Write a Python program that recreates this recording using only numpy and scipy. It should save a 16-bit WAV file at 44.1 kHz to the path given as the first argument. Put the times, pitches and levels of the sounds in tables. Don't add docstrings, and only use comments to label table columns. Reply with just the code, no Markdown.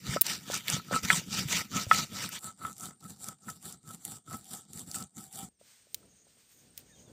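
import sys
import numpy as np
from scipy import signal
from scipy.fft import rfft, irfft
from scipy.io import wavfile
from scipy.ndimage import uniform_filter1d

SR = 44100
rng = np.random.default_rng(int(sys.argv[2]) if len(sys.argv) > 2 else 0)


def level_to_linear(level):
    exponent = np.asarray(level, float) / 20
    return 10 ** exponent


def wav_out(sig):
    wavfile.write(sys.argv[1], SR, np.round(np.clip(np.atleast_2d(sig).T, -1, 1) * 32767).astype(np.int16))


N = 313977

SCENE_CHANGE_S = 2.39
LIFT_S = 5.49
STEP = 64
# mode_hz, friction_db, struck_db, t60_s
SLAB_MODES = [(563, -13, -2, 0.026), (716, -6.5, -9, 0.032), (990, -14.5, -13, 0.066),
              (1300, -3.5, 1, 0.11), (1306.6, 13.5, 4.5, .065), (1380, -5.5, -4, 0.012),
              (1452, -10.5, -3.5, .06), (1735, -10, -4, 0.048), (1937, -12, -0.5, .03),
              (2050, -13, -3, .03), (2500, -15, -6.5, .035), (3340, -17, -2.5, 0.059)]


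def colour(x, points):
    hz, db = np.transpose(points)
    grid_hz = np.fft.rfftfreq(4096, 1 / SR) + 1
    log_gain = np.interp(np.log(grid_hz), np.log(hz), db) * np.log(10) / 20
    cepstrum = irfft(log_gain)
    cepstrum[1:2048] *= 2
    cepstrum[2049:] = 0
    response = irfft(np.exp(rfft(cepstrum)))
    return signal.fftconvolve(x, response)[:N]


def band(x, lo_hz, hi_hz):
    return signal.sosfilt(signal.butter(3, [lo_hz, hi_hz], "band", fs=SR, output="sos"), x)


def unit(x, lo_hz, hi_hz):
    return x / np.std(band(x, lo_hz, hi_hz))


def ring(x, hz, t60_s):
    radius = np.exp(-np.log(1000) / (t60_s * SR))
    angle = 2 * np.pi * hz / SR
    return signal.lfilter([np.sin(angle)], [1, -2 * radius * np.cos(angle), radius**2], x)


def walk(rate_hz):
    hold = int(SR / rate_hz)
    levels = np.repeat(rng.standard_normal(N // hold + 1), hold)
    return 1.31 * uniform_filter1d(levels, hold)[:N]


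def grains(rate_hz, spread_db, hiss):
    size = level_to_linear(spread_db * np.minimum(rng.exponential(size=N), 4.3))
    clicks = size * rng.choice([-1, 1], N) * (rng.random(N) < rate_hz / SR)
    return clicks / np.std(clicks) + hiss * rng.standard_normal(N)


def patchy(x, patch_db, rate_hz):
    edges_hz = 9300 * 2 ** (np.arange(-15, 1) / 3)
    return sum(level_to_linear(patch_db * walk(rate_hz)) * band(x, lo, hi) for lo, hi in zip(edges_hz, edges_hz[1:]))


def clock():
    return np.arange(0, N + STEP, STEP) / SR


def every_sample(gains):
    t = np.arange(N) / SR
    return [np.interp(t, clock(), 20 * np.log10(gain + 1e-8)) for gain in gains]


def swell(mid_s, half_s, peak_db, fall_db, power=2, rise=1):
    away = (clock() - mid_s) / half_s
    stretched = np.where(away < 0, -away / rise, away * rise)
    return level_to_linear(peak_db - fall_db * stretched ** power)


def strokes():
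    # fastest_s, half_s, grit_db, thrum_over_grit_db, ring_over_grit_db
    pulls = [(0.117, 0.075, -40.5, -1.5, -7.5), (0.547, 0.081, -38, -10.5, -10),
             (0.953, 0.056, -41.5, -0.5, 6.5), (1.047, 0.021, -39, -4, -10), (1.372, 0.078, -35, -1, -7),
             (1.793, 0.078, -37.5, -2, -2.5), (2.208, 0.083, -37, -5, -5.5), (2.667, 0.088, -57.5, 4, 6),
             (3.089, 0.075, -57.5, 5, -3), (3.505, 0.083, -54, 7.5, -4), (3.922, 0.076, -56, 7, -3),
             (4.345, 0.082, -53.5, 6.5, 2.5), (4.783, 0.087, -53.5, 4.5, -16),
             (5.224, 0.079, -54, 3.5, -10)]
    pushes = [(0.298, 0.068, -31.5, -11, -15.5), (0.713, 0.072, -34.5, -7.5, -10),
              (1.135, 0.068, -30, -11.5, -18.5), (1.546, 0.072, -29.5, -14, -12.5),
              (1.959, 0.081, -33, -10.5, -8.5), (2.345, 0.041, -39.5, -9.5, -14),
              (2.457, 0.068, -50.5, 0, 0.5), (2.848, 0.079, -48.5, 3.0, 1.5), (3.265, 0.08, -51, 2, -3),
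              (3.685, 0.077, -51, -0.5, -10.5), (4.104, 0.095, -51, -1, -11.5),
              (4.541, 0.1, -51.5, -1.5, -9.5), (4.966, 0.092, -49, -0.5, -7),
              (5.393, 0.1, -51.0, -1.5, -17)]
    # fall_at_half_db, rest_db
    dry_follow = [(20, -58.5), (11, -62.5), (18.5, -74.5), (17, -69.5)]
    wet_follow = [(17.8, -78), (16.4, -75), (24.6, -90), (24, -105)]
    # grit_s, thrum_s, ring_s, fizz_s
    dry_lags = [(0, -0.0077, -0.0057, 0), (0, .014, .006, -.002)]
    wet_lags = [(0, 0.00018, -0.01, 0.0017), (0, 0.012, 0.015, -0.0052)]
    dry_rise = (0.98, 0.85)
    wet_rise = (1.016, 1.052)
    thrum_offset_db, bluntness = 1, 2.3
    dry_ring_db, wet_ring_db = -1, 2.5
    dry_fizz_db, wet_fizz_db = -16.5, 3.65
    t = clock()
    near_now = t < SCENE_CHANGE_S
    gain = np.array([level_to_linear(np.where(near_now, dry_row[1], wet_row[1]))
                     for dry_row, wet_row in zip(dry_follow, wet_follow)])
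    for way, rows in enumerate((pulls, pushes)):
        for mid_s, half_s, grit_db, thrum_db, ring_db in rows:
            near = mid_s < SCENE_CHANGE_S
            if near:
                follow, lags, rise = dry_follow, dry_lags, dry_rise
                over_db = (0, thrum_db + thrum_offset_db, ring_db + dry_ring_db, dry_fizz_db)
            else:
                follow, lags, rise = wet_follow, wet_lags, wet_rise
                over_db = (0, thrum_db + thrum_offset_db, ring_db + wet_ring_db, wet_fizz_db)
            for k, (fall_db, _) in enumerate(follow):
                stroke = swell(mid_s + lags[way][k], half_s, grit_db + over_db[k], fall_db, bluntness, rise[way])
                gain[k] += stroke * (near_now == near)
    return every_sample(gain * (t < LIFT_S))


def roller():
    # freq_hz, level_db (per Hz)
    dry_colour = [(180, -42), (300, -16.5), (978, -8), (1150, -14), (1300, -6.5), (1430, -7), (2280, -3.5),
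                  (7080, -3.5), (10000, -10.5), (15000, -3.5), (16000, -24.5)]
    wet_colour = [(180, -48), (300, -15), (565, -20.5), (787, -7), (961, -21), (1320, -18.5), (2650, -25),
                  (3290, -16), (6000, -15.5), (7300, -9), (8500, -3), (9700, -21), (16000, -27.5)]
    ground_colour = [(15, -56.5), (25, -29), (107, -0.5), (198, 4.5), (348, -11.5), (500, -17), (650, -39),
                     (1100, -120)]
    grit_db, thrum_db, ring_db, fizz_db = strokes()
    near = np.arange(N) < SCENE_CHANGE_S * SR
    bumps = walk(45)
    touch = level_to_linear(1.8 * bumps) * np.where(near, grains(1500, 3.4, 1.0), grains(900, 5.0, 1.0))
    dry_crackle = unit(colour(touch, dry_colour), 2200, 7000)
    wet_crackle = unit(colour(touch, wet_colour), 2200, 7000)
    crackle = np.where(near, dry_crackle, wet_crackle)
    grit = unit(patchy(crackle, patch_db=2.8, rate_hz=40), 2200, 7000)
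    fizz = unit(band(crackle, 9300, 16500), 9500, 15500)
    drag = level_to_linear(3.5 * bumps + walk(22)) * grains(160, 2.6, 0.62)
    slab = sum(level_to_linear(db) * ring(drag, hz, t60_s) / np.sqrt(t60_s) for hz, db, _, t60_s in SLAB_MODES)
    thrum = colour(level_to_linear(3.5 * bumps + 1.7 * walk(30)) * rng.standard_normal(N), ground_colour)
    fizz_trace = level_to_linear(-87) * (grit_db > -100)
    sound = level_to_linear(grit_db) * grit + (level_to_linear(fizz_db) + fizz_trace) * fizz
    sound += level_to_linear(ring_db) * unit(slab, 1100, 1420)
    sound += level_to_linear(thrum_db) * unit(thrum, 55, 370)
    return sound, grit_db


def crickets():
    # pitch_hz, waver_hz, level_db, trills_hz, pulses_hz
    singers = [(8645, 35, -73, 9.1, 37), (8200, 60, -83, 7.3, 45)]
    t = np.arange(N) / SR
    higher_hz = 100 * (t > SCENE_CHANGE_S) * (t < LIFT_S)
    out = np.zeros(N)
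    for hz, waver_hz, db, trills_hz, pulses_hz in singers:
        pitch_hz = hz + higher_hz + waver_hz * walk(250)
        tone = np.sin(2 * np.pi * np.cumsum(pitch_hz) / SR)
        trill_db = 5 * np.sin(2 * np.pi * trills_hz * t + 1.4)
        pulse_db = 5.7 * np.sin(2 * np.pi * pulses_hz * t + walk(4))
        out += level_to_linear(db + trill_db + pulse_db + 1.5 * walk(33)) * tone
    return out


def soft_push():
    push = np.zeros(4000)
    push[:9] = np.hanning(9)
    return push


def thumps():
    # start_s, peak_db, pitch_hz
    rocking = [(0.089, -37.5, 80.7), (0.089, -22.5, 134), (0.733, -23.5, 144), (0.942, -27, 226),
               (1.035, -26.5, 106), (1.129, -25.5, 170), (1.176, -29.5, 180), (1.452, -24.5, 144),
               (1.545, -29, 185), (1.757, -36, 266), (1.759, -29, 167), (1.865, -30, 109)]
    out, push = np.zeros(N), soft_push()
    for start_s, db, hz in rocking:
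        thump = ring(ring(push, hz, 0.06), hz, 0.029)
        i = int(start_s * SR)
        out[i:i + len(push)] += level_to_linear(db - 4) * thump / np.abs(thump).max()
    return out


def knocks():
    # start_s, peak_db, colour_hz
    light_blows = [(0.162, -19.5, 560), (0.169, -22, 1160), (0.5, -26.5, 560), (0.534, -31.5, 1270),
                   (0.797, -36.5, 1450), (0.911, -25.5, 574), (0.924, -26, 520), (0.935, -25.5, 1220),
                   (1.033, -36, 2396), (1.716, -43, 1270), (2.29, -41, 1450), (2.65, -25, 1170),
                   (3.048, -50.5, 1290), (3.289, -36.5, 950), (3.484, -33, 1130), (3.498, -44, 1330),
                   (4.316, -40, 790), (4.334, -39.5, 1090), (4.945, -38, 1350), (5.612, -49.5, 479),
                   (5.869, -58, 411), (6.029, -60, 700), (6.268, -56, 600), (6.369, -62, 584),
                   (0.212, -38.5, 600), (0.765, -31, 680), (1.215, -44, 600), (1.615, -38, 650),
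                   (1.866, -41.5, 420), (3.905, -41, 835)]
    # start_s, peak_db, colour_hz, fall_db (per octave squared)
    hard_blows = [
        (1.1021, -4.5, 2000, 26),
        (1.9128, -4, 1700, 10),
        (1.1025, -22, 850, 14),
        (1.913, -23, 730, 80),
    ]
    light_fall_db = 17
    blows = list(hard_blows) + [(*blow, light_fall_db) for blow in light_blows]
    out, push = np.zeros(N), soft_push()
    for start_s, db, centre_hz, fall_db in blows:
        blow = np.zeros(len(push))
        for hz, _, struck_db, t60_s in SLAB_MODES:
            sign = rng.choice([-1, 1])
            detuned_hz = hz * (1 + 0.008 * rng.standard_normal())
            mode_db = struck_db - fall_db * np.log2(hz / centre_hz) ** 2
            blow += sign * level_to_linear(mode_db) * ring(push, detuned_hz, 0.75 * t60_s)
        blow = band(blow, 0.41 * centre_hz, 2.8 * centre_hz)
        i = int(start_s * SR)
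        out[i:i + len(push)] += level_to_linear(db) * blow / np.abs(blow).max()
    return out


def snaps(rows):
    out, t = np.zeros(N), np.arange(3000) / SR
    for start_s, db, hz, width, click_db, decay_ms in rows:
        burst_gain = (1 - np.exp(-t / 0.00021)) * np.exp(-t * 1000 / decay_ms)
        tail_gain = level_to_linear(-36) * np.exp(-t / 0.015)
        push = rng.standard_normal(len(t)) * (burst_gain + tail_gain)
        push[0] = level_to_linear(click_db)
        spread = 1 + width
        burst = band(push, max(hz / spread, 2200), min(hz * spread, 16300))
        burst += level_to_linear(-9) * spread / 2 * (band(push, 2700, 8500) + band(push, 11500, 16300))
        i = int(start_s * SR)
        out[i:i + len(t)] += level_to_linear(db) * burst / np.abs(burst).max()
    return out


def pops():
    # start_s, peak_db, colour_hz, width_over_colour, click_over_burst_db
    bursts = [
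        (0.2112, -6, 12500, 0.56, 3.5),
        (0.2153, -5, 13170, 0.46, 5.5),
        (4.0513, -16, 9000, 0.28, 23),
        (5.945, -13, 7330, 1.2, 18.5),
        (6.777, -22.5, 12800, 2.04, 14),
        (6.7908, -43, 13040, .25, -1.5),
    ]
    return snaps([(*row, 2.3) for row in bursts])


def cracks():
    # start_s, peak_db, colour_hz
    releases = [(0.266, -19.5, 5230), (0.5193, -25.5, 5200), (0.5415, -19, 5070), (0.5755, -26.5, 7560),
                (0.6816, -15, 2800), (0.7002, -14.5, 6800), (0.9558, -25, 4670), (1.032, -29.5, 7400),
                (1.049, -25, 3730), (1.3398, -28.5, 7040), (1.485, -27.5, 2530), (2.2906, -26, 13400),
                (2.3895, -36, 8200), (2.7284, -38, 7160), (2.781, -35, 7600), (2.808, -28.5, 7730),
                (2.8552, -35, 8400), (3.0065, -49, 8660), (3.242, -27.5, 8300), (3.2856, -27, 7900),
                (3.5, -30.5, 7470), (3.7244, -32.5, 7800), (4.369, -37, 11000), (4.4432, -43, 7860),
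                (4.7326, -31.5, 7450), (4.7936, -30, 8160), (4.9139, -27, 6640), (5.0245, -32, 5900),
                (5.327, -32.5, 8600)]
    # start_s, peak_db, colour_hz, width_over_colour, click_over_burst_db
    squelch = [
        (4.9432, -27, 7450, .12, 0),
        (4.951, -23, 7600, .12, 0),
        (4.9565, -25, 7400, .12, 0),
    ]
    width, click_db, decay_ms, squelch_ms = 0.53, 7, 1.9, 4.9
    rows = [(*row, width, click_db, decay_ms) for row in releases]
    return snaps(rows + [(*row, squelch_ms) for row in squelch])


def cicada():
    # centre_hz, width_hz, level_db, last_heard_s
    buzzer = (7248.5, 230, -84, 3.5)
    hz, width_hz, db, last_s = buzzer
    t = np.arange(N) / SR
    buzz = unit(band(rng.standard_normal(N), hz - width_hz, hz + width_hz), 6000, 10000)
    return level_to_linear(db + 2.3 * walk(65)) * buzz * (t > SCENE_CHANGE_S) * (t < last_s)


def far_calls():
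    # start_s, end_s, start_hz, end_hz, level_db
    fowl = [
        (4.972, 5.08, 728, 806, -69),
        (5.185, 5.368, 790, 758, -69),
        (5.369, 5.453, 787, 780, -52.5),
        (5.447, 5.489, 758, 710, -65),
    ]
    birds = [
        (5.514, 5.601, 7230, 4800, -84),
        (6.884, 6.951, 1950, 1600, -71.5),
        (6.92, 6.963, 3700, 3620, -68),
        (6.945, 7.006, 3360, 3000, -71.5),
        (7.043, 7.11, 3840, 3180, -74),
    ]
    calls = [(*call, -16) for call in fowl] + [(*call, -41.5) for call in birds]
    out, rough = np.zeros(N), walk(170)
    for start_s, end_s, start_hz, end_hz, db, third_db in calls:
        i, j = int(start_s * SR), min(int(end_s * SR), N)
        pitch_hz = np.linspace(start_hz, end_hz, j - i) * (1 + 0.012 * rough[i:j])
        phase = 2 * np.pi * np.cumsum(pitch_hz) / SR
        tone = np.sin(phase) + level_to_linear(third_db) * np.sin(3 * phase)
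        out[i:j] += level_to_linear(db + 4) * np.hanning(j - i) ** 0.34 * tone
    return out


def yard():
    # middle_s, half_s, rub_db, fizz_db
    swipes = [
        (5.698, 0.085, -70.5, -76),
        (5.96, .05, -78.5, -70),
        (6.449, 0.1, -78, -80),
        (6.56, .08, -85, -72),
        (6.797, 0.033, -62.5, -66),
        (7.103, .25, -78, -84.5),
    ]
    # middle_s, half_s, level_db
    pulses = [
        (6.18, 0.083, -62.5),
        (6.571, 0.066, -62.5),
        (6.986, .13, -60.5),
    ]
    # time_s, level_db
    breeze = [
        (5.5, -63),
        (5.75, -68),
        (5.9, -72),
        (5.97, -64),
        (6.1, -68),
        (6.3, -64.5),
        (6.76, -69.5),
        (6.79, -62),
        (6.97, -59),
        (7.05, -66),
    ]
    rub_rest_db, fizz_rest_db, pulse_rest_db = -70.5, -79, -82
    fall_db = 11
    open_s, opening_s, shut_db = 5.6, 0.015, -14.5
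    t = clock()
    rub = level_to_linear(rub_rest_db) + sum(swell(mid_s, half_s, db, fall_db) for mid_s, half_s, db, _ in swipes)
    fizz = level_to_linear(fizz_rest_db) + sum(swell(mid_s, half_s, db, fall_db) for mid_s, half_s, _, db in swipes)
    pulse = level_to_linear(pulse_rest_db) + sum(swell(mid_s, half_s, db, fall_db) for mid_s, half_s, db in pulses)
    air = level_to_linear(np.interp(t, *np.transpose(breeze)))
    gate = level_to_linear(shut_db * np.clip((open_s - t) / opening_s, 0, 1)) * (t >= LIFT_S)
    return every_sample(np.array([rub, air, pulse, fizz]) * gate)


def wiping():
    # freq_hz, level_db (per Hz)
    hiss_colour = [(400, -19), (700, -14), (1000, -15), (1600, -9.5), (4200, -8.5), (7700, -7),
                   (8800, -3.5), (9300, -17.5), (15000, -5), (16000, -22)]
    air_colour = [(15, -68), (25, -32.5), (54, -4.5), (216, -4), (380, -12), (426, -9), (762, -19),
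                  (1200, -29), (1560, -29), (2640, -120)]
    rub_db, air_db, pulse_db, fizz_db = yard()
    hiss = colour(level_to_linear(1.6 * walk(26)) * grains(6000, 1.1, 2.5), hiss_colour)
    air = colour(level_to_linear(4.6 * walk(6.7)) * rng.standard_normal(N), air_colour)
    pulse = level_to_linear(2.5 * walk(90)) * band(rng.standard_normal(N), 6150, 6950)
    sound = level_to_linear(rub_db) * unit(band(hiss, 550, 9200), 1330, 7260)
    sound += level_to_linear(air_db) * unit(air, 60, 700)
    sound += level_to_linear(fizz_db) * unit(band(hiss, 9200, 16500), 10000, 15500)
    sound += level_to_linear(pulse_db - 4.5) * unit(pulse, 5300, 8200)
    return sound, rub_db


def insect_gate(grit_db, rub_db):
    threshold_db, slope, lag_s = -70, 0.7, 0.02
    loudest_db = np.maximum(grit_db, rub_db + 5)
    gate_db = slope * np.clip(loudest_db - threshold_db, -30, 0)
    t = np.arange(N) / SR
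    gate_db += 1.5 * (t > SCENE_CHANGE_S) * (t < LIFT_S)
    keep = np.exp(-1 / (lag_s * SR))
    return signal.lfilter([1 - keep], [1, -keep], level_to_linear(gate_db))


def scene():
    grinding, grit_db = roller()
    wipe, rub_db = wiping()
    insects = insect_gate(grit_db, rub_db) * (crickets() + cicada())
    steady = grinding + insects + cracks() + far_calls() + wipe
    steady = signal.sosfilt(signal.ellip(12, 0.3, 60, 15550, fs=SR, output="sos"), steady)
    sharp = signal.sosfilt(signal.ellip(8, 0.2, 60, 16250, fs=SR, output="sos"), pops())
    mono = steady + thumps() + knocks() + sharp
    return np.array([mono, mono])


def roll_off(x):
    return signal.sosfilt(signal.butter(12, 16850, fs=SR, output="sos"), x)


def record(dry):
    thin = signal.sosfilt(signal.butter(3, 44, "high", fs=SR, output="sos"), dry)
    return roll_off(thin)


dry = scene()
out = record(dry)
wav_out(out)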